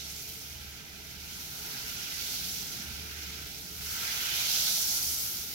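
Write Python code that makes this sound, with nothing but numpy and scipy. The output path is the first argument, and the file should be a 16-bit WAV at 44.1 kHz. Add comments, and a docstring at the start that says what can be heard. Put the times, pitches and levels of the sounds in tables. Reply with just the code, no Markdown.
"""Butter sizzling in a swirled pan

At a kitchen stove, a stereo microphone close to a deep frying pan that is tilted and swirled.
Thousands of steam bubbles burst each second; the hiss swells whenever the melt runs onto bare hot
metal, first with big bubbles, then ever finer ones. Water drops make the fat spit now and then,
and a fan drones in the room behind."""
import sys
import numpy as np
from scipy import signal
from scipy.fft import rfft, irfft, next_fast_len
from scipy.io import wavfile

SR = 44100
rng = np.random.default_rng(int(sys.argv[2]) if len(sys.argv) > 2 else 0)


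def dump(signal):
    """Clip the signal to [-1, 1] and save it as 16-bit WAV at the path in sys.argv[1]."""
    limited = np.clip(np.atleast_2d(signal).T, -1, 1)
    pcm = np.round(limited * 32767).astype(np.int16)
    wavfile.write(sys.argv[1], SR, pcm)


N = 244697
TIME = np.arange(N) / SR


def amp(db):
    """Decibels to gain."""
    return np.exp(np.asarray(db) * np.log(10) / 20)


def unit_rms(x):
    """Scales to rms 1."""
    return x / np.sqrt(np.mean(x ** 2) + 1e-20)


def over_pitch(rows, hz):
    """Interpolates rows of (Hz, value) on a log-frequency axis."""
    row_hz, value = np.transpose(rows)
    return np.interp(np.log(hz + 1), np.log(row_hz + 1), value)


def over_time(rows, s=TIME):
    """Interpolates rows of (seconds, value)."""
    return np.interp(s, *np.transpose(rows))


def swells(rows, ease_s):
    """Gain of a series of swells, each with a linear rise, a hold and a linear fall."""
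    return sum(amp(db) * np.clip(np.minimum(TIME - start, start + length - TIME) / ease_s, 0, 1)
               for start, length, db in rows)


def drift(rate_hz):
    """A random wander of rms 1, no faster than about the given rate."""
    steps = rng.standard_normal(int(TIME[-1] * 400) + 2)
    hz = np.fft.rfftfreq(len(steps), 1 / 400)
    slow = irfft(rfft(steps) / (1 + (hz / rate_hz) ** 4), len(steps))
    return unit_rms(np.interp(TIME, np.linspace(0, TIME[-1], len(slow)), slow))


def pops(per_s, spread_db):
    """Clicks at random moments, of either sign: many small, a few large."""
    moment, size, sign = rng.spawn(1)[0].random((int(per_s * TIME[-1]), 3)).T
    height = amp(spread_db * np.minimum(-np.log(1 - size), 4)) * np.sign(sign - .5)
    return np.bincount((moment * N).astype(int), height, N)


# How alike the microphone's two ports sound. Each row: frequency in Hz, coherence from 0 to 1.
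PORT_COHERENCE = [(25, 0.68), (70, 0.75), (130, 0.7), (380, 0.76), (580, 0.26), (800, 0.41), (1080, 0.25),
                  (1450, 0.73), (2200, 0.17), (8000, .12)]
# How far the left port lags the right. Each row: frequency in Hz, phase in radians.
PORT_LAG = [(480, 0.5), (800, 0.2), (1500, 1.5), (1850, 4.5), (2400, 8), (4500, 19.5), (16000, 45)]


def microphone_ports(x):
    """Two unrelated signals become a stereo pair, alike in the bass and at the pan's resonances."""
    size = next_fast_len(N + 4096)
    hz = np.fft.rfftfreq(size, 1 / SR)
    left, unrelated = rfft(x, size)
    coherence = np.clip(over_pitch(PORT_COHERENCE, hz), 0, 1)
    shared = coherence * np.exp(1j * over_pitch(PORT_LAG, hz)) * left
    right = shared + np.sqrt(1 - coherence ** 2) * unrelated
    return irfft(np.array([left, right]), size)[:, :N]


def reflections(x, strength, sway_s=.00022, count=6):
    """Stove top, back panel and hood echo the sound; the paths change as pan and microphone move."""
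    out = x.copy()
    for delay_s in np.geomspace(.0045, .021, count):
        path_s = delay_s * rng.uniform(.9, 1.1) + sway_s * drift(1.2)
        for ear in range(2):
            echo_time = TIME - path_s - rng.uniform(0, .0004)
            out[ear] += strength * x[ear, abs(echo_time * SR).astype(int)]
    return out / np.sqrt(1 + count * strength ** 2)


# The fan's rush of air, out in the room. Each row: frequency in Hz, relative level in dB.
AIR_SPECTRUM = [(15, -27), (38, -9), (52, -7), (70, -3), (100, -10), (130, -7.5), (175, -10), (240, -13.5),
                (310, -14.5), (380, -14.5), (480, -19), (600, -20), (800, -20), (1150, -36.5), (2000, -70)]
# The rush rises and eases a little. Each row: time in seconds, relative level in dB.
AIR_LEVEL = [(1.25, -54.8), (1.7, -52.2), (3.0, -52.4), (5.5, -53.3)]
# The fan's drone swells. Each row: start in seconds, length in seconds, relative level in dB.
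DRONE_SWELLS = [(.41, .4, -52), (.95, .42, -55.5), (2.78, .74, -49.5), (3.69, .33, -51.5),
                (4.98, .34, -56.5)]
# Faint tones above the drone. Each row: frequency in Hz, relative level in dB.
FAN_TONES = [(131, -64), (167, -67), (221, -73)]


def wavering_tone(hz, flutter, flutter_hz, waver_rad, waver_hz):
    """A sine of rms 1 whose level flutters and whose phase wavers."""
    gain = 1 + flutter * drift(flutter_hz)
    return unit_rms(gain * np.sin(2 * np.pi * hz * TIME + waver_rad * drift(waver_hz)))


def fan(drone_hz=72.6, rest_db=-60, left_db=-1.0, right_db=2.1):
    """Behind the pan and a little to the right: a low drone and weak tones in a dull rush of air."""
    size = next_fast_len(N)
    shape = amp(over_pitch(AIR_SPECTRUM, np.fft.rfftfreq(size, 1 / SR)))
    rush = irfft(rfft(rng.standard_normal((2, size))) * shape, size)[:, :N]
    air = unit_rms(reflections(microphone_ports(rush), strength=.16)) * amp(over_time(AIR_LEVEL))
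    drone = wavering_tone(drone_hz, flutter=.24, flutter_hz=36, waver_rad=.62, waver_hz=5)
    drone *= np.hypot(amp(rest_db), swells(DRONE_SWELLS, ease_s=.12))
    tones = sum(amp(db) * wavering_tone(hz, flutter=.5, flutter_hz=5, waver_rad=.96, waver_hz=3.8)
                for hz, db in FAN_TONES)
    return (air + drone + tones) * amp([[left_db], [right_db]])


# The pan is swirled over the stove. Each row: start in seconds, length in seconds, level in dB.
SWIRLS = [(1.76, .28, -58), (2.32, .8, -55)]


def swirl(band_hz=(130, 215)):
    """The moving pan rumbles softly."""
    band = signal.butter(2, band_hz, "band", fs=SR, output="sos")
    rumble = signal.sosfilt(band, rng.standard_normal((2, N)))
    return swells(SWIRLS, ease_s=.12) * unit_rms(microphone_ports(rumble))


# Steam escapes through the melt. Each row: start in seconds, length in seconds, level in dB.
SPURTS = [(4.033, .016, -47), (4.662, .028, -48.5)]


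def spurts(band_hz=(1000, 2000)):
    """A pocket of steam breaks out as a quick volley of large bubbles."""
    band = signal.butter(2, band_hz, "band", fs=SR, output="sos")
    volley = [pops(per_s=2000, spread_db=2.5) for ear in range(2)]
    return swells(SPURTS, ease_s=.005) * unit_rms(signal.sosfilt(band, volley))


# Single spits of fat, close to the microphone. Each row: time in seconds, relative peak in dB.
SPITS = [(0.9144, -44), (0.9524, -39), (1.3673, -35), (1.5094, -37), (2.2464, -24), (2.3404, -27),
         (2.4424, -30), (2.6774, -33.5), (2.7854, -28), (3.9194, -28), (4.2674, -25), (5.1104, -23)]


def spits(spit_db=-7.0, crackle_db=-54.7, snap_s=.0004, rattle_db=-12.0, rattle_s=.0049, low_hz=3000):
    """Water drops explode in the fat: sharp snaps that rattle briefly between the walls of the pan."""
    t = np.arange(SR // 50) / SR
    decay = np.exp(-t / snap_s) + amp(rattle_db) * np.exp(-t / rattle_s)
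    highpass = signal.butter(2, low_hz, "high", fs=SR, output="sos")
    snap = signal.sosfilt(highpass, rng.standard_normal((2, len(t))) * decay)
    snap /= abs(snap).max(1, keepdims=True)
    large = np.zeros(N)
    for s, db in SPITS:
        large[round(s * SR)] = amp(db + spit_db)
    crackle_gain = amp(over_time(VIGOUR) + crackle_db) / np.linalg.norm(snap[0])
    crackle = unit_rms(pops(per_s=110, spread_db=1.0)) * crackle_gain
    return signal.oaconvolve((large + crackle)[None], snap, axes=1)[:, :N]


# How hard the butter fries as the pan tilts to and fro. Each row: time in seconds, vigour in dB.
VIGOUR = [(0, -8.5), (.37, -5), (.69, -6.9), (.85, -10.6), (1.16, -7.6), (1.36, -2.3), (1.66, .3),
          (2.11, -.2), (2.3, 3.7), (2.55, 1.7), (2.8, -3.4), (3.35, -4.6), (3.73, -2.2), (3.93, 4.9),
          (4.33, 5.5), (4.7, 9.9), (5.28, 6.7), (5.55, 1.1)]
# Bubble sizes, large to finest. 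Each row: pitch in Hz, relative level in dB, dB per dB of vigour.
BUBBLE_SIZES = [(1400, -60.6, .5), (2330, -55.2, .14), (4800, -47.1, .64), (11700, -46.4, 1.0)]
# The melt floods bare hot metal. Each row: start, length and release in seconds, extra bursting
# in dB, slosh from 0 to 1, rise of the favoured pitch in octaves per second.
FLOODS = [(-.94, 1.52, .57, 6.6, .88, 2.6), (.41, 1.6, 1.25, 3.2, .36, .1),
          (1.48, 1.59, .85, 5.4, .42, 1.9), (2.53, 1.03, .19, 4.9, .08, .9),
          (3.76, 1.72, 1.12, 10, .88, 1.95)]


def bubble_level(hz, s, attack_s=.3, fresh_hz=1160, broad_octaves=1.08, crest_octaves=.4):
    """Level in dB of one bubble pitch at time s: it follows the vigour and swells with the floods."""
    size_hz, *columns = np.transpose(BUBBLE_SIZES)
    rest_db, vigour_slope = [np.interp(np.log(hz), np.log(size_hz), column) for column in columns]
    db = rest_db + vigour_slope * over_time(VIGOUR, s)
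    slosh = .17  # the pool between floods
    for start, length, release, extra_db, flood_slosh, octaves_per_s in FLOODS:
        age = np.clip(s - start, 0, length)
        cover = np.minimum(np.minimum(age / attack_s, (length - age) / release), 1)
        # A fresh flood boils with big bubbles, which get finer as the film thins.
        octaves_off = np.log2(hz / fresh_hz) - octaves_per_s * age
        broad = np.exp(-.5 * (octaves_off / broad_octaves) ** 2)
        crest = .24 * np.exp(-.5 * (octaves_off / crest_octaves) ** 2)  # the commonest size stands out
        db = db + extra_db * cover * (broad + crest)
        slosh = slosh + flood_slosh * np.sin(np.pi * age / length)
    rare_db = 12 * (1 - slosh) * np.maximum(np.log2(size_hz[0] / hz), 0)  # very large ones need slosh
    mist_db = 2.5 * np.maximum(np.log2(hz / size_hz[-1]), 0)  # the finest are the most plentiful
    return db - rare_db + mist_db


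def gurgle(per_s=260, spread_db=3.5, decay_cycles=7, glide=.048, gain_db=-4.5, low_hz=620, high_hz=3400):
    """Bigger bubbles in the pool ring longer, each at its own pitch, rising slightly as it surfaces."""
    moment, pitch, size, sides = rng.spawn(1)[0].random((int(per_s * TIME[-1]), 4)).T
    starts = (moment * N).astype(int)
    pitches = low_hz * (high_hz / low_hz) ** pitch
    scatter_db = spread_db * np.minimum(-np.log(1 - size), 4)
    levels_db = gain_db + bubble_level(pitches, starts / SR) + scatter_db
    out = np.zeros((2, N))
    for at, hz, db, side in zip(starts, pitches, levels_db, sides):
        cycles = np.arange(min(int(6 * decay_cycles * SR / hz), N - at)) * hz / SR
        envelope = (1 - np.exp(-cycles / 2)) * np.exp(-cycles / decay_cycles)
        ring = envelope * np.sin(2 * np.pi * cycles * (1 + glide * cycles / (2 * decay_cycles)))
        out[int(2 * side), at:at + len(ring)] += amp(db) * ring / envelope.max(initial=.5)
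    return out


def sizzle(pops_per_cycle=.6, decay_cycles=1.02, gain_db=-3.0, clump_db=.53, patchy_db=.82, wander_db=.6):
    """Steam bubbles of 20 sizes burst and ring for a few cycles; the finer they are, the more burst."""
    foam_db = gain_db + clump_db * drift(33)  # the whole foam bursts in clumps
    moments = TIME[::100]
    out = np.zeros((2, N))
    for hz in np.geomspace(620, 16000, 20):
        size_db = np.interp(TIME, moments, bubble_level(hz, moments))
        db = size_db + foam_db + patchy_db * drift(18) + wander_db * drift(5)
        cycles = np.arange(int(8 * decay_cycles * SR / hz)) * hz / SR
        ring = cycles * np.exp(-cycles / decay_cycles) * np.sin(2 * np.pi * cycles)
        bursts = [np.convolve(pops(pops_per_cycle * hz, spread_db=2.5), ring)[:N] for ear in range(2)]
        out += amp(db) * unit_rms(np.array(bursts))
    return out


# Resonances and notches of the pan and of the microphone's ports.
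# Each row: centre in Hz, width in octaves, left gain in dB, right gain in dB.
RESONANCES = [(571, 0.078, -8.5, -5.5), (780, 0.41, -5, 0), (976, 0.096, -2.5, -2),
              (1125, 0.089, -10.5, -6.5), (1403, 0.065, 0, 5), (1588, 0.08, 5, 2.5), (1822, 0.11, -3, -4),
              (2250, 0.16, -0.1, 1.4), (4030, 0.67, -3, 2), (5850, 0.15, -1.5, 3.5), (8000, .1, -0.9, -5),
              (9060, 0.23, -4, -6), (12040, 0.16, 4, 0.5)]


def pan_colour(x):
    """The hollow of the pan and the two ports colour all that reaches the microphone."""
    size = next_fast_len(N + 4096)
    hz = np.fft.rfftfreq(size, 1 / SR) + 1
    db = sum(np.outer(ears_db, np.exp(-.5 * (np.log2(hz / centre_hz) / width) ** 2))
             for centre_hz, width, *ears_db in RESONANCES)
    return irfft(rfft(x, size) * amp(db), size)[:, :N]


def scene():
    """At the stove: frying butter up close, the fan in the room behind."""
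    bubbles = sizzle() + gurgle() + spurts()
    frying = reflections(microphone_ports(bubbles), strength=.17)
    return pan_colour(frying + spits() + fan() + swirl())


def record(dry, edge_hz=15880):
    """The recorder cuts the highest treble steeply."""
    lowpass = signal.firwin(1023, edge_hz, window=("kaiser", 9), fs=SR)
    return signal.oaconvolve(dry, lowpass[None], "same")


dry = scene()
out = record(dry)
dump(out)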